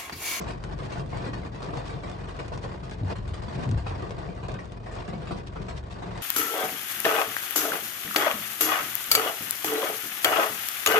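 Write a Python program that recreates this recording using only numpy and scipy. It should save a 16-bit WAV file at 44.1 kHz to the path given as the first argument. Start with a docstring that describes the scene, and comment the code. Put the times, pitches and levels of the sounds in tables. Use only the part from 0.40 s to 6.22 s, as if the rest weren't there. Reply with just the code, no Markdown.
"""Inside a car that waits in traffic on a wet street under dripping trees, its engine idling.
From the start fat drops drum on the roof, a noise blow ringing dense panel modes, over a finer patter.
Drops crack on the windscreen as short noise ticks, and some burst into a grainy sizzle of spray.
At 2.6 s the wipers start with sliding low booms, clacks, rubber drag and a motor drone.
They thump again at 3.3 s as they turn round and drag back; the rain and the idle go on to the end."""
import sys
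import numpy as np
from scipy import signal
from scipy.fft import rfft, irfft, next_fast_len
from scipy.io import wavfile
from scipy.ndimage import uniform_filter1d

SR = 44100
rng = np.random.default_rng(int(sys.argv[2]) if len(sys.argv) > 2 else 0)


def transcribe(u):
    """Save the signal u as a 16-bit wav file named by the first command-line argument.

    u: samples, shape (n,) or (channels, n), limited to [-1, 1]; the rate is SR.
    q: integer samples, one column per channel.
    """
    v = np.clip(np.atleast_2d(u).T, -1, 1)
    q = np.round(v * 32767).astype(np.int16)
    wavfile.write(sys.argv[1], SR, q)


N = 256662
TIME = np.arange(N) / SR  # seconds


def amp(db):
    """Decibels to gain."""
    return 10 ** (np.asarray(db) / 20)


def unit(x):
    """Scales to rms 1."""
    return x / np.sqrt(np.mean(x ** 2) + 1e-20)


def read(points, hz):
    """Reads a table on a log-frequency axis."""
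    f, value = np.transpose(points)
    return np.interp(np.log(hz + 1), np.log(f), value)


def follow(rows):
    """A control curve at every sample."""
    return np.interp(TIME, *np.transpose(rows))


def add(mix, s, sound):
    """Adds a sound into the mix at a time in seconds."""
    part = mix[..., max(round(s * SR), 0):][..., :sound.shape[-1]]
    part += sound[..., :part.shape[-1]]


def wander(hz):
    """Slow random drift of rms 1, with little above the given rate."""
    smooth = np.exp(-(np.fft.rfftfreq(N, 1 / SR) / hz) ** 2)
    return unit(irfft(rfft(rng.standard_normal(N)) * smooth, N))


def bursts(rows):
    """Sum of bell-shaped swells; each row: peak in seconds, level in dB, half length in seconds."""
    return sum(amp(db) * np.exp(-((TIME - s) / half) ** 2) for s, db, half in rows)


# Spread of the sound in the cabin. Each row: frequency in Hz, side over mid in dB.
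CABIN_WIDTH = [(40, -17.5), (70, -14), (130, -10), (250, -5.5), (500, 0.7), (1000, 3), (2000, -1.8),
               (4000, -0.8), (8000, -7)]
# Balance of the cabin. Each row: frequency in Hz, left over right in dB.
CABIN_LEAN = [(50, 7.5), (125, 4.5), (250, 0.7), (500, 0.6), (1000, 0), (2000, 1), (4000, 4), (8000, 0)]


def cabin(pair, spectrum, modes=()):
    """Colours a mid and a side signal with a minimum-phase body of rms gain 1, then spreads them."""
    size = next_fast_len(N + SR // 2)
    hz = np.fft.rfftfreq(size, 1 / SR)
    peaks_db = sum(db / (1 + (2 * (hz - f) / w) ** 2) for f, w, db in modes)
    gain = unit(amp(read(spectrum, hz) + peaks_db))
    # the phase follows from the gain, so that nothing sounds ahead of the blow
    both_sides = np.r_[gain, gain[1:(size + 1) // 2][::-1]]
    causal = np.exp(np.conj(signal.hilbert(np.log(both_sides))))[:len(hz)]
    mid, side = rfft(pair, size) * causal
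    width, lean = amp(read(CABIN_WIDTH, hz)), amp(read(CABIN_LEAN, hz) / 2)
    left, right = (mid + width * side) * lean, (mid - width * side) / lean
    return irfft(np.array([left, right]), size)[:, :N]


# Ring time over the spectrum. Each row: frequency in Hz, factor on the ring time.
RING_FACTOR = [(120, 1.75), (500, 1.7), (1500, 0.97), (4000, 0.86), (9000, 0.51)]
THUD_HZ, THUD_OCTAVES = 226, 0.86  # where a heavy drop flexes the whole panel, and how widely


def splat(t60, bright_db, thud_db=0, patchy_db=2.0, ripple_db=5.5, rise=0.00032, spray_s=0.01):
    """One blow on a panel: dense modes, coloured by where it lands, the bass ringing longest."""
    spatter = 0.24  # unevenness of the blow's noise
    punch, punch_s = 0.49, 0.0034  # extra strength of the first moment, and its fade in seconds
    echo, echo_s = 0.42, 0.007  # strength and longest delay in seconds of the edge echo
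    t = np.arange(SR // 3) / SR
    hz = np.fft.rfftfreq(len(t), 1 / SR)
    centres = np.geomspace(100, 10000, 14)  # Hz
    bands = np.array([np.interp(np.log(hz + 1), np.log(centres), row) for row in np.eye(len(centres))])
    droplets = np.exp(spatter * unit(uniform_filter1d(rng.standard_normal(len(t)), size=90)))
    blow = rfft(unit(droplets * rng.standard_normal((2, len(t)))))
    # each spot wakes some clusters of modes and misses others
    ripple = np.tanh(unit(uniform_filter1d(rng.standard_normal(len(hz)), size=45)))
    clusters = unit(amp(ripple_db * ripple * np.clip(hz / 1000, 0, 2)))
    # the blow comes back from the edge of the panel, sooner or later from spot to spot
    delay = echo_s * rng.random()
    clusters = clusters * (1 + echo * np.exp(-2j * np.pi * hz * delay)) / np.hypot(1, echo)
    modes = irfft((clusters * blow)[:, None] * bands, len(t))
    # brightness tilts the colour about 1 kHz, in dB per tenfold frequency
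    colour_db = patchy_db * rng.uniform(-1, 1, len(centres)) + bright_db * np.log10(centres / 1000)
    colour_db = colour_db + thud_db * np.exp(-(np.log2(centres / THUD_HZ) / THUD_OCTAVES) ** 2)
    decay_db = -60 * t / (t60 * read(RING_FACTOR, centres))[:, None]
    # the treble is spray, which lands a moment after the blow
    attack = 1 - np.exp(-t / (rise + spray_s * centres / centres[-1])[:, None])
    # the struck spot rings hardest at first, until the blow has spread over the panel
    attack = attack * (1 + punch * np.exp(-t / punch_s) / (1 + (centres[:, None] / 2000) ** 2))
    return (modes * attack * amp(colour_db[:, None] + decay_db)).sum(1)


# Fat drops on the roof. Each row: start in seconds, level in dB before the trim,
# splash brightness in dB per tenfold frequency, extra thud of the panel in dB.
FAT_DROPS = [(0.01, -26.5, 0, -4), (0.076, -32.5, 12.5, -6.5), (0.103, -28.5, 2, -8.5),
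             (0.24, -33.5, -1.5, 3.5), (0.328, -38.5, 0.5, 2), (0.389, -29.5, -1.5, -0.5),
             (0.518, -30, 9.5, -2), (0.565, -26.5, -12, -12), (0.594, -28.5, -3, 7.5),
             (0.727, -27, -11, -8.5), (0.77, -32.5, 3, 0.5), (0.841, -28, 1, -2.5),
             (0.863, -27.5, -0.5, 11.5), (0.931, -27.5, 1, -3), (0.973, -35, 0, 5.5), (1.144, -33.5, 5, 2),
             (1.218, -30.5, 4.5, -6.5), (1.285, -33.5, -11.5, 2), (1.333, -25.5, -8.5, -13.5),
             (1.372, -24.5, -3, -4.5), (1.493, -29, 3, -3), (1.538, -32.5, -5.5, 4), (1.633, -28, 0.5, 4),
             (1.716, -41, -7, 3.5), (1.883, -32.5, 4, -8), (1.988, -28, 0.5, -2.5), (2.118, -27, -7, -1.5),
             (2.175, -34.5, -2.5, 0), (2.239, -26.5, -4.5, -4), (2.43, -32, 2.5, 3.5),
             (2.512, -31.5, 1, -2), (2.698, -35, -4.5, -7), (2.753, -30.5, 0, -0.5), (2.878, -41, 13, 0),
             (2.934, -33, 9, -2), (3.018, -32, 5, -3), (3.081, -31.5, 4, 6), (3.15, -33, -6.5, 5),
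             (3.187, -33.5, -9, 9.5), (3.229, -30, -4, 1), (3.373, -30, 3, 4), (3.462, -25, -5.5, -14.5),
             (3.504, -29, -4, -6), (3.565, -42, -5, 11), (3.624, -28.5, -7.5, 1.5), (3.705, -28.5, -9, -5),
             (3.778, -30.5, -4.5, -1), (3.83, -34.5, -9, -2), (3.886, -31.5, -7.5, -5),
             (3.971, -34.5, -1, 1), (4.029, -28, -3, -2.5), (4.087, -24.5, -7, -9),
             (4.141, -28.5, -8, -6.5), (4.188, -31.5, 3, 0.5), (4.461, -30, -2.5, -1.5),
             (4.511, -35.5, 8.5, -10), (4.551, -49, 7, 0), (4.585, -31.5, -3, -4.5), (4.677, -25.5, -4, 2),
             (4.728, -30, -2, 5.5), (4.773, -42.5, -12, 8), (4.818, -31.5, -1, 0), (4.869, -31, 4, 2),
             (4.907, -25.5, -1.5, 7.5), (4.976, -29.5, 0, 3.5), (5.158, -29.5, -4.5, -2.5),
             (5.202, -38, -13.5, 1.5), (5.283, -28.5, 6, 4.5), (5.505, -34.5, 7, 2), (5.62, -31.5, 1, 2),
             (5.655, -43.5, -9, 11), (5.75, -32.5, 2.5, 4)]
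# Colour of the roof heard from the seats. Each row: frequency in Hz, relative level in dB per Hz.
ROOF_COLOUR = [(60, -29.5), (110, 1), (165, 1.5), (240, -8.5), (450, -8.5), (700, -12), (1100, -12),
               (1700, -17.5), (2900, -24), (4700, -26), (6300, -32), (8400, -31), (10000, -41.5)]
# Strongest roof panel modes. Each row: frequency in Hz, width in Hz, height in dB above the rest.
ROOF_MODES = [(186, 16, 4), (285, 18, 3.5), (365, 70, 4.5), (480, 60, 3.5), (695, 80, 7.5), (985, 90, 3),
              (1160, 120, 3), (1533, 70, 4), (1830, 140, 2.5), (2457, 100, 4.5)]


def fat_drops(trim_db=-5):
    """Water gathered by the leaves falls on the roof in single heavy blows."""
    out = np.zeros((2, N))
    for s, db, bright_db, thud_db in FAT_DROPS:
        # ring time in seconds, before its factor over the spectrum
        add(out, s, amp(db + trim_db) * splat(0.22, bright_db, thud_db))
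    return cabin(out, ROOF_COLOUR, ROOF_MODES)


# Fine rain between the flurries. Each row: time in seconds, level in dB before the patter's trim.
DRIZZLE_LEVEL = [(0, -38), (0.22, -44.5), (0.7, -47), (1.5, -39.5), (2.55, -48), (2.85, -43), (3.2, -36),
                 (3.4, -43), (3.9, -46.5), (4.25, -45), (4.43, -44.5), (4.6, -42), (5.08, -46),
                 (5.25, -40.5), (5.45, -45.5), (5.65, -38), (5.82, -40.5)]
# Flurries of small drops shaken from the branches.
# Each row: peak in seconds, level in dB before the patter's trim, fade in seconds.
BRANCH_FLURRIES = [(0.0, -26.5, 0.012), (0.109, -33, 0.039), (0.327, -36.5, 0.022), (0.44, -36.5, 0.056),
                   (0.529, -35, 0.062), (0.75, -36.5, 0.036), (0.839, -33.5, 0.047), (1.05, -33.5, 0.03),
                   (1.247, -35.5, 0.15), (1.471, -47.5, 0.18), (1.66, -40, 0.41), (2.01, -36, 0.062),
                   (2.253, -38, 0.24), (2.72, -29.5, 0.019), (3.246, -35, 0.0098), (3.56, -38, 0.23),
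                   (3.80, -39.5, 0.16), (4.611, -32.5, 0.03), (5.29, -54, 0.09), (5.80, -39, 0.066)]


def rainfall(rise_s=0.047):
    """Strength of the fine rain: a drizzle plus flurries that rise and then thin out exponentially."""
    power = amp(follow(DRIZZLE_LEVEL)) ** 2
    for s, db, fade in BRANCH_FLURRIES:
        swell = np.exp(-np.maximum((s - TIME) / rise_s, (TIME - s) / fade))
        power = power + (amp(db) * swell) ** 2
    return np.sqrt(power)


def patter(per_s=560, spread_db=13, t60=0.074, trim_db=-7.5, spots=28):
    """Small drops of uneven size land at random on several spots of the roof."""
    size = amp(spread_db * rng.random(N)) * (rng.random(N) < per_s / SR)
    spot = rng.integers(0, spots, N)
    out = np.zeros((2, N))
    for k in range(spots):
        drop = splat(t60, bright_db=1, rise=0.0016, spray_s=0.0059)
        out += signal.oaconvolve((size * (spot == k))[None], drop, axes=1)[:, :N]
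    return cabin(unit(out) * amp(trim_db) * rainfall(), ROOF_COLOUR, ROOF_MODES)


# Sharp drops on the windscreen. Each row: start in seconds, level in dB before the trim.
GLASS_TICKS = [(0.2389, -34.5), (0.3886, -41), (0.7716, -37.5), (0.9324, -46), (1.3724, -36.5),
               (1.698, -39), (1.715, -39), (1.9659, -43), (2.0817, -39), (2.1762, -37), (2.4518, -46),
               (2.4962, -40.5), (2.5115, -38), (2.699, -42.5), (2.8777, -40), (3.2908, -38.5),
               (3.3135, -36.5), (3.6238, -44), (3.708, -36), (4.084, -38), (4.0955, -45), (4.118, -39),
               (4.141, -38), (4.256, -47), (4.321, -42.5), (4.5535, -40.5), (4.678, -42), (4.8187, -48.5),
               (5.7773, -37)]
# Colour of a windscreen tick. Each row: frequency in Hz, relative level in dB per Hz.
GLASS_COLOUR = [(150, -12), (700, 8), (2000, -1), (4000, -3), (7500, -9), (10000, -16.5)]


def windscreen(crack_s=0.00042, ring_s=0.008, ring_db=-11, trim_db=4.0):
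    """Drops crack on the stiff glass, which hardly rings; many tiny ones fall at random times."""
    per_s, small_db, spread_db = 24, -57, 5  # tiny drops: rate, lowest level before the trim, spread
    t = np.arange(SR // 20) / SR
    times = TIME[rng.random(N) < per_s / SR]
    small = [(s, small_db + spread_db * min(rng.exponential(), 2)) for s in times]
    out = np.zeros((2, N))
    for s, db in list(GLASS_TICKS) + small:
        blow, shimmer = rng.standard_normal((2, 2, len(t)))
        crack = np.sign(blow) * np.exp(-t / crack_s)
        ring = amp(ring_db) * shimmer * np.exp(-t / ring_s)
        add(out, s, amp(db + trim_db) * (crack + ring))
    return cabin(out, GLASS_COLOUR)


# Drops that burst into fine spray on the glass.
# Each row: peak in seconds, level in dB, half length in seconds.
SPRAY_BURSTS = [(0.454, -52, 0.02), (0.512, -54, 0.012), (0.586, -51, 0.026), (0.71, -53, 0.015),
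                (1.474, -48, 0.019), (2.145, -50.5, 0.021), (2.236, -48, 0.012), (2.534, -50.5, 0.013),
                (3.152, -50, 0.017), (3.235, -49, 0.013), (3.489, -51, 0.024), (4.60, -57, 0.017),
                (4.928, -52, 0.024), (4.977, -53.5, 0.015), (5.077, -49, 0.011), (5.225, -48.5, 0.0083),
                (5.302, -57, 0.017), (5.379, -48.5, 0.019), (5.528, -52.5, 0.022), (5.81, -51, .025)]
# Colour of the spray. Each row: frequency in Hz, relative level in dB per Hz.
SPRAY_COLOUR = [(500, -12), (1500, 3.5), (3000, 1), (4700, -0.5), (6300, -5.5), (8400, -12.5), (10000, -13)]


def spray(per_s=2200, spread_db=18, tail_s=0.0023, spots=4):
    """A burst drop showers the glass with tiny droplets: a short, grainy sizzle."""
    t, out = np.arange(SR // 50) / SR, np.zeros((2, N))
    for _ in range(spots):
        droplets = amp(spread_db * rng.random(N)) * (rng.random(N) < per_s / spots / SR)
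        grain = rng.standard_normal((2, len(t))) * np.exp(-t / tail_s)
        out += signal.oaconvolve(droplets[None], grain, axes=1)[:, :N]
    return cabin(unit(out) * bursts(SPRAY_BURSTS), SPRAY_COLOUR)


# Knocks of the wiper drive through the body. Each row: start in seconds, level in dB,
# starting pitch in Hz, rise in seconds, time to fall 60 dB in seconds.
WIPER_THUMPS = [(2.607, -24, 105, 0.0078, 0.13), (2.626, -22.5, 101.8, 0.011, 0.45),
                (2.686, -31, 71, 0.009, 0.25), (3.257, -22.5, 128, 0.018, 0.22),
                (3.287, -20, 112.2, 0.0313, 0.48), (3.3, -27, 170, 0.012, 0.18),
                (3.349, -22.5, 71.4, 0.015, 0.31)]


def wiper_thumps(left_db=1.3, uneven=0.77, upper=2.3, upper_db=-12):
    """The linkage takes up its load, booming in the cabin, each boom sliding down as it unloads."""
    sag, sag_s = 0.12, 0.074  # share of the pitch lost, and how quickly in seconds
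    t, knocks = np.arange(SR) / SR, np.zeros(N)
    for s, db, hz, rise, t60 in WIPER_THUMPS:
        swell = np.minimum(t / rise, 1) * amp(-60 * np.maximum(t - rise, 0) / t60)
        pitch = hz * (1 - sag * (1 - np.exp(-t / sag_s)))
        angle = 2 * np.pi * np.cumsum(pitch) / SR + uneven * wander(41)[:SR]
        # a higher mode of the bulkhead dies twice as fast
        overtone = amp(upper_db) * swell ** 2 * np.sin(upper * angle)
        add(knocks, s, amp(db) * (swell * np.sin(angle) + overtone))
    # the body passes little below 35 Hz
    knocks = signal.sosfilt(signal.butter(2, 35, "highpass", fs=SR, output="sos"), knocks)
    return knocks * amp([[left_db], [-left_db]])


# Blades dragging over the glass, out and back.
# Each row: start in seconds, length in seconds, level in dB.
BLADE_STROKES = [(2.61, 0.72, -43), (3.51, 0.18, -44.5)]
# Blades flipping over as they start and as they turn round.
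# Each row: peak in seconds, level in dB, half length in seconds.
BLADE_FLIPS = [(2.639, -35, 0.039), (3.31, -36, 0.045)]
# Colour of the rubber on the glass. Each row: frequency in Hz, relative level in dB per Hz.
BLADE_COLOUR = [(25, -34), (55, -1), (110, 3.5), (165, -2.5), (215, -20.5), (300, -18), (500, -22.5),
                (1500, -46), (6000, -63)]


def wiper_blades(edge_s=0.052):
    """Rubber drags over the glass as low noise, swelling where the blades flip over."""
    sliding = np.zeros(N)
    for s, length, db in BLADE_STROKES:
        # the blades take a moment to get going and to stop
        sliding += amp(db) * np.clip(np.minimum(TIME - s, s + length - TIME) / edge_s, 0, 1)
    return cabin(rng.standard_normal((2, N)) * (sliding + bursts(BLADE_FLIPS)), BLADE_COLOUR)


# Play in the wiper joints closes with a clack.
# Each row: start in seconds, level in dB, brightness in dB per tenfold frequency.
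JOINT_CLACKS = [(2.633, -28.5, 1), (2.698, -37, 7), (3.266, -34, -9), (3.292, -30, -4), (3.311, -41, 8),
                (3.322, -29, -6)]
# Colour of the linkage. Each row: frequency in Hz, relative level in dB per Hz.
LINKAGE_COLOUR = [(100, -1), (220, 8), (380, 10), (600, -2.5), (1100, -21), (1800, -31.5), (4000, -14.5),
                  (10000, -46)]


def wiper_joints(t60=0.02):
    """Short, hard knocks on top of the boom as the arms start and turn round."""
    out = np.zeros((2, N))
    for s, db, bright_db in JOINT_CLACKS:
        add(out, s, amp(db) * splat(t60, bright_db, patchy_db=1.5, ripple_db=5.0, spray_s=0.0005))
    return cabin(out, LINKAGE_COLOUR)


# Drone of the wiper motor under load. Each row: time in seconds, level in dB.
MOTOR_LEVEL = [(2.6, -65.5), (2.72, -42), (2.84, -35), (2.95, -39), (3.05, -56.5), (3.45, -43.5),
               (3.55, -37.5), (3.65, -52), (3.85, -60.5)]


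def wiper_motor(hz=94, sag_hz=14, waver=0.87, drift=1.2):
    """The geared motor drones roughly through the bulkhead, slowing as its load grows."""
    level = amp(follow(MOTOR_LEVEL))
    # the pitch sits half the sag above hz when unloaded and half below at full load
    angle = 2 * np.pi * np.cumsum(hz + sag_hz * (.5 - level / level.max())) / SR
    drone = unit((1 + waver * wander(25)) * np.sin(angle + drift * wander(18)))
    return drone * level


# Orders of the crankshaft. Each row: multiple of its turning rate, level in dB.
CRANK_ORDERS = [(2, -46), (3, -47.5), (4, -48.5), (5, -47), (6, -53.5), (8, -57.5)]
# Colour of the body rumble. Each row: frequency in Hz, relative level in dB per Hz.
RUMBLE_COLOUR = [(15, -45), (30, -9), (42, -1), (60, 2), (110, 0.5), (160, -1), (250, -7.5), (600, -15),
                 (2000, -57.5)]
# Rise and fall of the body rumble. Each row: time in seconds, level in dB.
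RUMBLE_LEVEL = [(0, -40), (.12, -42.5), (.5, -39.5), (1.4, -43.5), (1.9, -44), (2.15, -43), (2.45, -42.5),
                (4.3, -43.5), (4.9, -46.5), (5.15, -45.5), (5.82, -43.5)]


def engine(waver=0.31, drift=0.2, left_db=0.5):
    """Low orders of the idling crankshaft hum through the body over a soft rumble."""
    idle_hz, stray_hz = 23.17, 0.1423  # crankshaft turns a second, and how far they stray
    angle = 2 * np.pi * np.cumsum(idle_hz + stray_hz * wander(0.85)) / SR
    hum = np.zeros(N)
    for order, db in CRANK_ORDERS:
        phase = round(order) * angle + drift * wander(0.73) + 2 * np.pi * rng.random()
        hum += np.sqrt(2) * amp(db) * (1 + waver * wander(7.2)) * np.sin(phase)
    rumble = cabin(rng.standard_normal((2, N)), RUMBLE_COLOUR) * amp(follow(RUMBLE_LEVEL))
    return hum * amp([[left_db], [-left_db]]) + rumble


def scene():
    """Rain, wipers and engine as heard from the front seats."""
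    rain = fat_drops() + patter() + windscreen() + spray()
    wipers = wiper_thumps() + wiper_blades() + wiper_joints() + wiper_motor()
    return rain + wipers + engine()


def record(dry):
    """Band limit: a steep linear-phase filter takes away the treble above 9850 Hz."""
    lowpass = signal.firwin(511, 9850, window=("kaiser", 9), fs=SR)
    return signal.oaconvolve(dry, lowpass[None], "same")


dry = scene()
out = record(dry)
transcribe(out)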